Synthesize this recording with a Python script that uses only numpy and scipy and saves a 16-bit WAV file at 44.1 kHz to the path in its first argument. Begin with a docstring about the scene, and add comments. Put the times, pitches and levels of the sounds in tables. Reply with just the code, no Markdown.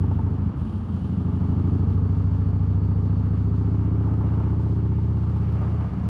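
"""V-twin motorcycle from the saddle

Two unevenly spaced firings a cycle ring the exhaust pipes. The throttle shuts and the engine stumbles
with a hollow tone, then pulls up again. At the end the throttle closes briefly once more, and the note
dips and turns hollow. Over it lie metallic knocks, valve clatter, a thin whine, the roar of tyres and
wind, and a few late ticks."""
import sys
import numpy as np
from scipy import signal
from scipy.fft import rfft, irfft
from scipy.io import wavfile
from scipy.ndimage import uniform_filter1d

SR = 44100
rng = np.random.default_rng(int(sys.argv[2]) if len(sys.argv) > 2 else 0)


def waveform_to_disk(signal):
    """Save audio, clipped to [-1, 1], as 16-bit WAV at the path in sys.argv[1]."""
    frames = np.transpose(np.atleast_2d(signal))
    scaled = np.clip(frames, -1, 1) * 32767
    samples = np.round(scaled).astype(np.int16)
    wavfile.write(sys.argv[1], SR, samples)


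N = 268548
TIME_S = np.arange(N) / SR
BINS_HZ = np.arange(N // 2 + 1) * SR / N + 1e-6


def undb(db):
    """Decibels to gain."""
    return 10 ** (np.asarray(db) / 20)


def unit(x):
    """Scale to rms 1."""
    return x / np.sqrt(np.mean(x ** 2))


def curves(table):
    """One control over time for each column after the seconds."""
    times_s, *columns = np.transpose(table)
    return [np.interp(TIME_S, times_s, column) for column in columns]


def swells(table):
    """Bell curves (centre s, half length s, dB, ..), summed into one control per dB column."""
    rows = np.array(table)
    bells = np.exp(-((TIME_S - rows[:, :1]) / rows[:, 1:2]) ** 2)
    return rows[:, 2:].T @ bells


def walk(rate_hz):
    """Random steps, smoothed twice; rms 1."""
    hold = int(SR / rate_hz)
    steps = np.repeat(rng.standard_normal(N // hold + 1), hold)
    return unit(uniform_filter1d(uniform_filter1d(steps, hold), hold)[:N])


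def filtered(x, response):
    """Apply a frequency response given at BINS_HZ."""
    return irfft(rfft(x) * response, N)


def noise(spectrum):
    """Noise coloured by (Hz, dB) points; rms 1."""
    hz, db = np.transpose(spectrum)
    colour = undb(np.interp(np.log(BINS_HZ), np.log(hz), db))
    return unit(filtered(rng.standard_normal(N), colour))


def resonance(hz, centre_hz, width_hz):
    """Complex response of one mode."""
    return 1 / (1 + 1j * (hz ** 2 - centre_hz ** 2) / (hz * width_hz))


def burst(crank, at_cycles, decay_cycles):
    """Envelope that jumps once a cycle and dies away."""
    return np.exp(-((crank - at_cycles) % 1) / decay_cycles)


def outlet(hz, low_hz, high_hz):
    """The open end radiates no deep bass; the silencer takes the treble."""
    low, high = 1j * hz / low_hz, 1j * hz / high_hz
    highpass = low ** 2 / (low ** 2 + np.sqrt(2) * low + 1)
    return highpass ** 2 / (high ** 2 + np.sqrt(2) * high + 1)


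# Firing points in cycles: front cylinder, rear cylinder.
FIRING_CYCLES = [.039, .459]
# Each row: mode in Hz, width in Hz, signed gain from the front cylinder, the same from the rear.
PIPE_MODES = [(83.1, 47.9, -0.9666, -0.746), (83.5, 48.0, 0.979, 0.7598), (114.4, 21.8, -0.0125, -0.0139),
              (124.2, 7.4, -0.0031, 0.0018), (175.2, 49.9, -0.1009, 0.325), (176.0, 51.6, 0.1089, -0.349),
              (186.5, 44.1, -0.0156, 0.0253), (218.8, 13.5, 0.0021, 0.0067), (253.4, 14.9, 0.0257, 0.007),
              (253.8, 18.9, -0.0254, -0.0064), (272.8, 16.5, -0.0002, 0.0037), (323.8, 58.6, -0.0114, 0.02),
              (324.9, 48.0, 0.0312, -0.0428), (326.0, 42.4, -0.0206, 0.023), (388.9, 7.6, 0.0001, -0.0002),
              (404.9, 38.9, 0.0005, -0.001), (463.1, 30.6, -0.0003, 0.0001)]


def pipe_response(order, hz):
    """Complex gain of one engine order: both cylinders ring the pipes, and add or cancel."""
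    front_phase, rear_phase = np.exp(-2j * np.pi * order * np.array(FIRING_CYCLES))
    ring = sum((front * front_phase + rear * rear_phase) * resonance(hz, mode_hz, width_hz)
               for mode_hz, width_hz, front, rear in PIPE_MODES)
    return ring * outlet(hz, low_hz=52, high_hz=386)


# Each row: engine order, boost or cut in dB.
ORDER_TRIMS = [(4, 1), (5, 1.5), (11, 1), (13, -1.5), (14, -1.5), (16, -2), (17, 3), (18, .5), (19, -4.5),
               (20, 5), (21, 2), (22, 2), (23, 1), (24, 1), (25, 1), (26, 5), (27, 1), (28, -8), (29, 8),
               (30, -7), (32, 4), (33, -4), (34, 7), (35, -3)]
# Each row: frequency in Hz, boost or cut by the silencer's shell in dB.
SILENCER_SHELL = [(360, 0), (395, 2), (422, -2), (445, 0), (468, 4), (490, 0)]


def firm_note(crank, speed_hz, shut, bark_db, wobble_cycles=.0007, flicker_db=1.1):
    """Regular firings: orders slide through the pipe modes; hollow off throttle, barking on a pull."""
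    crank = crank + wobble_cycles * walk(25)
    grid_hz = np.linspace(speed_hz.min(), speed_hz.max(), 100)
    bark_gain = undb(bark_db) - 1
    note = power = 0
    for order in range(3, 37):
        hz = order * speed_hz
        pipes = np.interp(speed_hz, grid_hz, pipe_response(order, order * grid_hz))
        hollow = 4 * shut * resonance(hz, 187, width_hz=45).real
        header_bark = bark_gain * resonance(hz, 335, width_hz=130).real ** 2
        lug_db = .65 * (14.8 - speed_hz) * max(7 - order, 0)  # low orders thump at low speed
        shell_db = np.interp(hz, *np.transpose(SILENCER_SHELL))
        trim_db = dict(ORDER_TRIMS).get(order, 0)
        gain = undb(trim_db + lug_db + shell_db) * np.abs(pipes) * np.abs(1 + hollow + header_bark)
        flicker = undb(flicker_db * order / 20 * walk(13))
        note = note + gain * flicker * np.cos(2 * np.pi * order * crank + np.angle(pipes))
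        power = power + gain ** 2 / 2
    return note / np.sqrt(power)


def uneven_firings(crank, scatter_db=2, jitter_cycles=.03):
    """Weak charges burn early or late, each at its own strength; gas churns between them."""
    due_cycles = (np.arange(int(crank[-1]) + 1)[:, None] + np.array(FIRING_CYCLES)).ravel()
    timing, strength = rng.standard_normal((len(due_cycles), 2)).T
    onsets = np.searchsorted(crank, due_cycles + jitter_cycles * timing)
    pulses = np.bincount(onsets, undb(scatter_db * strength), N + 1)[:N]
    churn = rng.standard_normal(N)
    return unit(pulses) + churn


# Each row: pipe mode in Hz, width in Hz, relative gain in dB.
STUMBLE_MODES = [(56, 5.4, 2), (85.3, 14, 7.5), (133, 22, -1), (162, 25, -6.5), (208, 22, -5.5),
                 (225, 24, -6), (266, 46, -8), (352, 32, -14.5), (474, 18, -23)]


def stumble(firings):
    """Uneven firings ring pipe modes of alternating sign; the level is evened out."""
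    modes = sum((-1) ** k * undb(db) * resonance(BINS_HZ, hz, width_hz)
                for k, (hz, width_hz, db) in enumerate(STUMBLE_MODES))
    ring = filtered(firings, modes * outlet(BINS_HZ, low_hz=46.5, high_hz=456))
    return ring / np.sqrt(uniform_filter1d(ring ** 2, SR // 14))


# Each row: time in seconds, pitch in Hz, level before surging in dB.
HOLLOW_TRACK = [(.3, 199, -52), (.48, 210, -30.5), (.54, 214, -51.5), (.65, 214.4, -33.5),
                (.8, 221.3, -31.5), (.97, 201, -39), (1.08, 195, -34), (1.27, 193, -40.5),
                (1.5, 192.4, -61), (5.83, 209, -61), (5.95, 207, -45), (6.09, 235, -33)]


def hollow_tone(firings, width_hz=13):
    """The firings ring one sliding pipe tone, the sound of a slack throttle."""
    hz, db = curves(HOLLOW_TRACK)
    carrier = np.exp(2j * np.pi * np.cumsum(hz) / SR)
    pole = np.exp(-2 * np.pi * width_hz / SR)
    envelope = signal.lfilter([1], np.poly([pole, pole]), firings / carrier)
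    rms = np.sqrt(uniform_filter1d(np.abs(envelope) ** 2, SR // 8) / 2)
    return undb(db) * (envelope * carrier).real / rms


# Each row: shut time, easing lead, hold and reopening time constant, all in seconds, then depth 0-1.
THROTTLE_LIFTS = [(.53, 0.89, .33, .38, 1.0), (5.91, 0.97, 0.092, 0.091, 0.78)]


def throttle(snap_s=.06, surge_hz=6):
    """The rider eases the throttle, then snaps it closed; the engine surges against the drive."""
    eased = shut = surge = 0
    for shut_s, ease_s, hold_s, reopen_s, depth in THROTTLE_LIFTS:
        age_s = TIME_S - shut_s
        lift = depth * np.exp(-np.maximum(age_s - hold_s, 0) / reopen_s)
        closed = np.clip(1 + age_s / snap_s, 0, 1) * lift
        eased = eased + np.clip(1 + age_s / ease_s, 0, 1) * lift
        shut = shut + closed
        surge = surge - closed ** 4 * np.cos(2 * np.pi * surge_hz * age_s)
    return eased, shut, surge


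# Each row: centre in seconds, half length in seconds, bark change in dB, level change in dB.
RIDER_PULLS = [(.12, .28, 2, 1.3), (1.17, .18, 3, 1.6), (1.72, .3, 10.5, 1.2), (2.35, .45, -14, .3),
               (3.8, .35, 7, 0), (4.7, .5, 5.5, -.4)]
# Each row: time in seconds, boost or cut of the exhaust's bass in dB.
BASS_BOOM = [(.3, -0.5), (.48, 1), (.53, -2.5), (.6, 3), (.72, 1), (.86, -1.5), (.95, -1), (1.04, 0.5),
             (1.2, -1.5), (1.7, 0), (2.4, -0.1), (3.7, -.5), (4.3, -0.5), (5.3, -.5), (5.9, 0.5),
             (6.07, 1.5)]


def exhaust(crank, speed_hz, base_db=-20, rough_db=-29, surge_db=2.2, boom_below_hz=135):
    """The throttle sets the loudness and blends the firm note with the stumble."""
    eased, shut, surge = throttle()
    bark_db, swell_db = swells(RIDER_PULLS)
    firm = np.clip(1 - .066 * eased ** 4 - .89 * shut ** 6, 0, 1)
    loose = np.hypot(np.sqrt(1 - firm ** 2), undb(rough_db))
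    firings = uneven_firings(crank)
    note = firm * firm_note(crank, speed_hz, shut, bark_db) + loose * stumble(firings)
    bass = filtered(note, 1 / (1 + (BINS_HZ / boom_below_hz) ** 8))
    boom_db, = curves(BASS_BOOM)
    note = note + (undb(boom_db) - 1) * bass
    level_db = base_db + swell_db - 3 * eased - 5 * shut
    return undb(surge_db * surge) * (undb(level_db) * note + hollow_tone(firings))


# Each row: centre in seconds, half length in seconds, rise in dB.
KNOCK_SPELLS = [(.15, .15, 3), (1.45, .3, 6), (4.8, .9, 3.5)]


def knock(crank, ring_hz=880, at_cycles=.51, scatter_db=1.2, base_db=-63, shut_db=-9):
    """Once a cycle a blow rings the engine's metal and rattles; softer on a shut throttle."""
    onsets = np.searchsorted(crank, np.arange(int(crank[-1]) + 1) + at_cycles)
    strengths = undb(scatter_db * rng.standard_normal(len(onsets)))
    blows = np.bincount(onsets, strengths, N + 1)[:N]
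    rattle = rng.standard_normal(N) * burst(crank, at_cycles, decay_cycles=.14)
    metal = resonance(BINS_HZ, ring_hz, width_hz=50) * resonance(BINS_HZ, ring_hz, width_hz=170)
    ring = filtered(unit(blows) + .5 * unit(rattle), metal)
    _, shut, _ = throttle()
    return undb(base_db + shut_db * shut + swells(KNOCK_SPELLS)[0]) * unit(ring)


# Each row: time in seconds, clatter level in dB, sizzle level in dB.
VALVE_LEVELS = [(0.05, -71.5, -82.5), (0.55, -71.5, -84), (0.58, -69.5, -76), (1.8, -69, -81),
                (2.77, -71, -84.5), (3.7, -69, -82.5), (3.96, -72, -84), (4.64, -68.5, -79),
                (4.84, -71.5, -84.5), (5.34, -68.5, -79.5), (6.0, -68.5, -79.5)]
# Each row: time in seconds, level of the drive's rasp in dB.
RASP_LEVELS = [(0, -68), (.45, -71), (.62, -66), (1.3, -66), (2.1, -70.5), (3.8, -73.5), (5.2, -71.5),
               (6.0, -73)]
# Valve noise colours. 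Each row: frequency in Hz, relative level in dB.
CLATTER_SPECTRUM = [(2060, -23.5), (3500, -4.5), (4230, -4.5), (4490, -5), (4890, -7.5), (5700, -10),
                    (6440, -13), (7000, -11), (7500, -16), (8200, -19.5), (10700, -45), (18000, -120)]
SIZZLE_SPECTRUM = [(5000, -37.5), (8000, -11), (8800, -1), (9600, -5), (10500, -8.5), (11800, -15),
                   (13000, -32.5)]


def valve_gear(crank, rasp_hz=2950):
    """Bright clatter, fine sizzle and the rasp of the slack drive, all flaring as the valves seat."""
    clatter_db, sizzle_db = curves(VALVE_LEVELS)
    rasp_db, = curves(RASP_LEVELS)
    seating = burst(crank, .47, .09) + .6 * burst(crank, .08, .07) + .6 * burst(crank, .78, .07)
    taps = unit((1 + .45 * seating) * undb(walk(35)))
    rasp_band = resonance(BINS_HZ, rasp_hz, width_hz=1100) ** 3
    rasp = undb(rasp_db) * unit(filtered(rng.standard_normal(N), rasp_band))
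    clatter = undb(clatter_db) * noise(CLATTER_SPECTRUM)
    sizzle = undb(sizzle_db) * noise(SIZZLE_SPECTRUM)
    return taps * (clatter + sizzle + rasp)


# Each row: time in seconds, level in dB.
WHINE_LEVELS = [(0, -81), (.7, -81), (1.3, -78.5), (1.8, -75.5), (2.5, -75.5), (3.35, -73.5), (3.6, -77),
                (4, -83), (4.6, -79), (5, -81), (5.5, -78.5), (6.09, -80)]


def gear_whine(ring_hz=4520, width_hz=230):
    """The running gear keeps up a thin, wavering metallic ring."""
    level_db = curves(WHINE_LEVELS)[0] + walk(16)
    ring = filtered(rng.standard_normal(N), resonance(BINS_HZ, ring_hz, width_hz) ** 2)
    return undb(level_db) * unit(ring)


# Each row: centre in seconds, half length in seconds, roar change in dB, rush change in dB.
GUSTS = [(.15, 0.18, 2, 0.5), (1.0, 0.53, -0.5, -1), (1.62, 0.41, 2, 0.5), (4.02, 0.27, 3, 2.5),
         (4.38, 0.14, 4.5, 4.5), (4.98, 0.09, -4.5, 1.5), (5.5, 0.077, 0, 3), (5.64, 0.062, 4.5, 2.5),
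         (5.83, 0.053, 1.5, 1.5), (5.85, 0.52, 2.5, 5.5)]
# Tyre and wind colours. Each row: frequency in Hz, relative level in dB.
ROAR_SPECTRUM = [(280, -26.5), (480, 0.5), (523, -6), (587, -2.5), (636, -3.5), (778, -4), (873, -1),
                 (974, -4.5), (1220, -3), (1380, -9.5), (1900, -23), (2470, -52.5), (4180, -120)]
RUSH_SPECTRUM = [(940, -29.5), (1600, 2.5), (1870, -2), (2210, 0), (2470, -4.5), (2820, -3.5), (3390, -13),
                 (4000, -27), (6000, -25), (8800, -60.5)]
BUFFET_SPECTRUM = [(15, -10.5), (30, -7.5), (55, 2), (100, -3), (230, -4.5), (320, -9), (420, -9),
                   (600, -25.5), (900, -63)]


def tyres_and_wind(crank, roar_db=-47.5, rush_db=-64, buffet_db=-40.5):
    """Gusting roar with a puff of gas noise at each firing, a higher rush and low buffeting."""
    roar_gust_db, rush_gust_db = swells(GUSTS)
    puffs = unit(1 + .8 * (burst(crank, .47, .13) + .6 * burst(crank, .02, .16)))
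    roar = undb(roar_db + roar_gust_db + .6 * walk(35)) * puffs * noise(ROAR_SPECTRUM)
    rush = undb(rush_db + rush_gust_db + walk(45)) * noise(RUSH_SPECTRUM)
    buffet = undb(buffet_db + .3 * roar_gust_db + 1.8 * walk(12)) * noise(BUFFET_SPECTRUM)
    return roar + rush + buffet


# Each row: start in seconds, gain in dB, decay in seconds.
HARD_KNOCKS = [(.036, -35, .008), (.112, -28.5, .007), (.187, -30, .011), (.266, -34, .007),
               (4.205, -33, .008), (4.402, -34, .008), (4.595, -36, .009), (4.663, -37.5, .007),
               (4.859, -36.5, .007), (4.918, -34.5, .007), (4.984, -35.5, .007), (5.11, -35, .007),
               (5.171, -34, .007), (5.265, -36.5, .007), (5.361, -36, .007), (5.622, -35, .008),
               (5.808, -34, .009)]


def hard_knocks(ring_hz=890, attack_s=.0014):
    """Single harder blows ring the engine's metal, with a little rattle."""
    rattle = .45 * noise(ROAR_SPECTRUM)
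    out = 0
    for start_s, db, decay_s in HARD_KNOCKS:
        age_s = np.maximum(TIME_S - start_s, 0)
        envelope = (1 - np.exp(-age_s / attack_s)) ** 2 * np.exp(-age_s / decay_s)
        out = out + undb(db) * envelope * (np.sin(2 * np.pi * ring_hz * age_s) + rattle)
    return out


# Each row: start in seconds, peak in dB, band centre in Hz.
TICKS = [(4.763, -61, 8500), (5.369, -57, 10500), (5.524, -53, 10000)]


def ticks(decay_s=.0015, width_hz=7000):
    """Small metal parts tick: short grains of bright noise."""
    out = 0
    for start_s, db, hz in TICKS:
        envelope = (TIME_S >= start_s) * np.exp(-np.abs(TIME_S - start_s) / decay_s)
        tick = filtered(rng.standard_normal(N) * envelope, resonance(BINS_HZ, hz, width_hz))
        out = out + undb(db) * tick / np.abs(tick).max()
    return out


# Each row: time in seconds, engine speed in four-stroke cycles per second.
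ENGINE_SPEED = [(0.0, 13.2), (0.3, 13.11), (0.95, 12.532), (1.25, 12.589), (1.8, 13.112), (2.1, 13.673),
                (2.75, 14.027), (3.3, 14.473), (4.05, 15.22), (4.8, 15.552), (5.1, 15.842), (5.4, 15.638),
                (6.1, 15.747)]


def scene():
    """Mono mix; the crank position, in cycles, times the firings, knock and valves."""
    speed_hz, = curves(ENGINE_SPEED)
    crank = np.cumsum(speed_hz) / SR
    engine = exhaust(crank, speed_hz) + knock(crank) + hard_knocks() + valve_gear(crank)
    return (engine + gear_whine() + tyres_and_wind(crank) + ticks())[None]


def record(dry):
    """Steep low-pass at 13 kHz."""
    return signal.sosfilt(signal.ellip(8, .2, 70, 13000, fs=SR, output="sos"), dry)


dry = scene()
out = record(dry)
waveform_to_disk(out)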